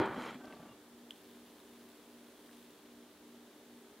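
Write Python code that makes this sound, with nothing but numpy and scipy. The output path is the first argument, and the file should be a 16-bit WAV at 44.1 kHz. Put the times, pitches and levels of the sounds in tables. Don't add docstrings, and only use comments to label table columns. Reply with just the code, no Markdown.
import sys
import numpy as np
from scipy import signal
from scipy.fft import rfft, irfft
from scipy.io import wavfile
from scipy.ndimage import uniform_filter1d

SR = 44100
rng = np.random.default_rng(int(sys.argv[2]) if len(sys.argv) > 2 else 0)


def bounce(signal):
    frames = np.transpose(np.atleast_2d(signal))
    limited = np.clip(frames, -1, 1)
    pcm = np.round(limited * 32767).astype(np.int16)
    wavfile.write(sys.argv[1], SR, pcm)


N = 176400
T = np.arange(N) / SR
TOP_HZ = 15700


def amp(db):
    return 10 ** (np.asarray(db) / 20)


def unit(x):
    return x / np.sqrt(np.mean(x ** 2) + 1e-30)


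def curve(rows, column=1):
    rows = np.array(rows)
    return amp(np.interp(T, rows[:, 0], rows[:, column], left=-150, right=-150))


def colour(x, points):
    hz, db = np.array(points).T
    f = np.maximum(np.arange(N // 2 + 1) * SR / N, 1)
    roll_off = np.minimum(f / hz[0], 1) ** 2 * np.minimum(hz[-1] / f, 1) ** 2
    gain = amp(np.interp(np.log(f), np.log(hz), db))
    return unit(irfft(rfft(x) * roll_off * gain, N))


def band(x, lo_hz, hi_hz, order=2):
    sos = signal.butter(order, [lo_hz, min(hi_hz, SR / 2 - 1)], "band", fs=SR, output="sos")
    return unit(signal.sosfilt(sos, x))


def fade(t, t60):
    return np.exp(-np.log(1000) * t / t60)


def ring(x, hz, t60):
    pole = np.exp(2j * np.pi * hz / SR) * fade(1 / SR, t60)
    return unit(signal.lfilter([1], [1, -pole], x).imag)


def clicks(per_s, scatter_db):
    hit = rng.random(N) < per_s / SR
    return unit(hit * rng.choice([-1, 1], N) * amp(scatter_db * np.clip(rng.standard_normal(N), -2, 2)))


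def add(out, start, sound, db):
    i = max(int(start * SR), 0)
    out[i:i + len(sound)] += (amp(db) * sound / np.abs(sound).max())[:N - i]


# f/Hz, level/dB
HUM_NOTES = [(191.8, -80.5), (296.6, -67), (303.5, -76), (335.8, -92), (383.8, -71), (415.3, -75.5),
             (488.5, -80.5)]

def motors():
    motor_hz, throb_hz = 239.85, 2.54
    since_peak = T - 2.18
    hum = amp(-66.5) * unit(np.cos(2 * np.pi * motor_hz * since_peak))
    hum += amp(-65.5) * unit(np.cos(2 * np.pi * (motor_hz - throb_hz) * since_peak))
    for hz, db in HUM_NOTES:
        waver_db = 0.15 * band(rng.standard_normal(N), 0.33, 5.3, order=1)
        hum += amp(db + waver_db) * unit(np.sin(2 * np.pi * (hz * T + rng.random())))
    return hum


# f/Hz, relative level/dB
AIR_COLOUR = [(25, -27), (60, -14), (110, -14), (160, -11), (210, -2.5), (270, -3), (340, -2), (390, -0.5),
              (450, -2), (520, -8.5), (570, -4.5), (750, -10), (950, -10), (1300, -13.5), (1650, -13.5),
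              (2500, -19.5), (3500, -16), (5000, -22.5), (10000, -25), (15500, -27.5)]
# f/Hz, relative level/dB
AIR_SIDE_COLOUR = [(24, -41), (40, -19), (150, -5), (197, -15), (287, -6), (621, -5), (5050, -6),
                   (15500, -10)]
# f/Hz, relative level/dB
HISS_COLOUR = [(3000, -18), (6000, -17), (10000, -5), (15500, -12.5)]
# t/s, level/dB
HISS_LEVELS = [(0, -90), (0.75, -81), (1.2, -73), (2.1, -74), (2.55, -71), (2.9, -81), (4.0, -77)]

def air():
    middle = amp(-61) * colour(rng.standard_normal(N), AIR_COLOUR)
    side = amp(-69.5) * colour(rng.standard_normal(N), AIR_SIDE_COLOUR)
    hiss = np.array([colour(rng.standard_normal(N), HISS_COLOUR) for _ in range(2)])
    return middle + np.array([side, -side]) + hiss * curve(HISS_LEVELS)


# f/Hz, relative level/dB, fade time/s
DISH_NOTES = [(233.4, 7.5, 1), (331, -4, .2), (390.8, -5, 0.19), (937, -6.5, 0.053), (1483, -6, 0.47),
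              (1783, -14, 0.21), (2410, 3.5, 0.21), (2750, -8.5, 0.25), (3156, -1, 0.15),
              (3345, -1.5, 0.22), (4120, 0.5, 0.21), (4764, -1.5, 0.1)]
# f/Hz, relative level/dB
SCRAPE_COLOUR = [(30, -14), (75, -21), (115, -11), (150, -3), (240, -3.5), (380, 3.5), (480, 1),
                 (700, -8.5), (930, -3.5), (1150, -3.5), (1600, -10.5), (2200, -19), (2700, -22),
                 (3200, -19.5), (4200, -29.5), (5000, -41), (7000, -40), (9000, -44), (11500, -48),
                 (14000, -49)]
# t/s, then relative level/dB of bass, middle, upper middle, treble
SCRAPE_LEVELS = [(0, -27, -31.5, -47, -65), (0.04, -38, -34, -48, -88), (0.075, -40.5, -36.5, -52.5, -77),
                 (0.14, -43.5, -43.5, -55, -69), (0.185, -39, -42.5, -52.5, -70),
                 (0.225, -45, -44.5, -51.5, -62), (0.27, -47.5, -43, -49, -71),
                 (0.315, -45, -49.5, -52, -74), (0.35, -49.5, -53, -55.5, -69), (0.385, -59, -66, -77, -94),
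                 (0.42, -84, -85, -90, -100)]

def scrape():
    catches = clicks(per_s=2000, scatter_db=2.5)
    ringing = sum(amp(db - 9.5) * ring(catches, hz, t60) for hz, db, t60 in DISH_NOTES)
    body = colour(catches + 2 * np.sqrt(1000 / SR) * ringing, SCRAPE_COLOUR)
    bands_hz = [(20, 600), (600, 2000), (2000, 5000), (5000, TOP_HZ)]
    return amp(-4) * sum(band(body, lo, hi, order=4) * curve(SCRAPE_LEVELS, column)
                         for column, (lo, hi) in enumerate(bands_hz, start=1))


# t/s, level/dB, f/Hz, fade time/s
BUMPS = [(0.001, -29.5, 106, 0.051), (0.001, -22.5, 330, 0.071), (0.013, -26, 400, 0.1),
         (0.055, -33, 950, 0.061), (0.097, -40, 112, .06), (0.176, -30.5, 243.4, 0.13),
         (0.261, -39, 439, 0.061), (0.306, -41, 1330, 0.044), (0.353, -40.5, 248, 0.22),
         (0.596, -50, 165, 0.13), (0.705, -56, 115, 0.092)]
# t/s, level/dB, f/Hz
TICKS = [(0.059, -53, 7240), (0.221, -52, 5470), (0.455, -48.5, 4370), (0.525, -46, 2220),
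         (0.551, -54, 4000)]

def knocks():
    out, t = np.zeros(N), T[:SR // 4]
    onset = 1 - np.exp(-t / 0.0005)
    for start, db, hz, t60 in BUMPS:
        thud = np.sin(2 * np.pi * hz * t) + .2 * band(rng.standard_normal(len(t)), hz / 2, hz * 3)
        add(out, start, thud * fade(t, t60) * onset, db)
        glass = sum(amp(note_db) * np.sin(2 * np.pi * (note_hz * t + rng.random())) * fade(t, note_t60)
                    for note_hz, note_db, note_t60 in DISH_NOTES)
        add(out, start, glass * onset, db - 20)
    for start, db, hz in TICKS:
        tick = band(rng.standard_normal(len(t)), hz / 1.25, hz * 1.23)
        add(out, start, tick * fade(t, t60=0.017), db)
    return signal.sosfilt(signal.butter(2, 105, "high", fs=SR, output="sos"), out)


# f/Hz, relative level/dB, fade time/s
CUP_NOTES = [(5100, -1.5, .03), (5580, 1.5, 0.072), (6400, -4, .05), (6740, -1.5, .08), (7500, 1, 0.09),
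             (8900, -0.5, 0.027), (9800, -8, .06), (10900, -9, .08), (11500, -5, .06)]

def chatter():
    peak_s, width_s = .245, 0.078
    contacts = clicks(per_s=1700, scatter_db=0.5)
    swell = amp(-71.5) * np.exp(-((T - peak_s) / width_s) ** 2)
    return swell * sum(amp(db) * ring(contacts, hz, t60) for hz, db, t60 in CUP_NOTES)


# f/Hz, relative level/dB
RUB_COLOUR = [(60, -18.5), (130, -20), (238, -2.5), (500, -15), (680, -8.5), (970, -17), (1550, -20.5),
              (1900, -27.5), (3300, -29), (5000, -39.5), (9000, -45), (14000, -54)]
# t/s, level/dB
RUB_LEVELS = [(0.37, -82), (0.40, -50), (0.425, -61), (0.44, -53), (0.52, -53), (0.58, -59), (0.63, -54),
              (0.725, -61.5), (0.76, -69), (0.83, -84)]
# start t/s, end t/s, f/Hz, waver/Hz, level/dB
RUB_NOTES = [(0.402, 0.543, 1549, 6.3, -64), (0.43, 0.735, 1160, 8.1, -67), (0.68, 0.735, 2810, 4.2, -71.5)]

def rub():
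    shudder_hz, shudder_db, peak_s = 32.6, 4, .447
    out = colour(clicks(per_s=3000, scatter_db=1), RUB_COLOUR) * curve(RUB_LEVELS)
    for start, end, hz, waver_hz, db in RUB_NOTES:
        contact = uniform_filter1d(1. * ((T > start) & (T < end)), size=600)
        pitch = hz + waver_hz * band(rng.standard_normal(N), 5, 80)
        out += amp(db) * contact * unit(np.sin(2 * np.pi * np.cumsum(pitch) / SR))
    return out * unit(amp(shudder_db * np.cos(2 * np.pi * shudder_hz * (T - peak_s))))


# f/Hz, relative level/dB
STREAM_COLOUR = [(500, 8), (900, 3), (1700, -2.5), (2500, 1), (3500, 4.5), (5000, -5.5), (10000, -8),
                 (15000, -7)]
# t/s, level/dB
STREAM_LEVELS = [(1.05, -100), (1.15, -69), (1.6, -69.5), (2.0, -69), (2.3, -69.5), (2.6, -67), (2.9, -73),
                 (4.0, -74)]
# t/s, level/dB, starting f/Hz
DROPS = [(1.1074, -33, 3130), (1.121, -51, 3430), (1.601, -52.5, 3800), (2.360, -61, 3300),
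         (2.4928, -52, 1610), (3.049, -61, 3030)]

def custard():
    out = colour(clicks(per_s=700, scatter_db=4), STREAM_COLOUR) * curve(STREAM_LEVELS)
    t = T[:SR // 30]
    onset = 1 - np.exp(-t / 0.00056)
    for start, db, hz in DROPS:
        rising_note = np.sin(2 * np.pi * hz * t * (1 + 3.7 * t))
        bubble = rising_note * onset * fade(t, t60=0.0078)
        splash = band(rng.standard_normal(len(t)), 400, 8950, order=1) * fade(t, t60=0.018)
        add(out, start, bubble + 0.061 * splash, db)
    return out


def room(x):
    echo_db, delay_s, width = -14.5, .004, 0.023
    t = T[:SR // 2]
    tails = rng.standard_normal((2, len(t))) * fade(t, t60=0.27) * (t > delay_s)
    middle, side = (amp(echo_db) * signal.fftconvolve(x, h / np.linalg.norm(h))[:N] for h in tails)
    return x + middle + width * np.array([side, -side])


def scene():
    return room(scrape() + chatter() + knocks() + rub() + custard()) + motors() + air()


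def record(dry):
    return signal.sosfilt(signal.ellip(10, .1, 70, TOP_HZ, fs=SR, output="sos"), dry)


dry = scene()
out = record(dry)
bounce(out)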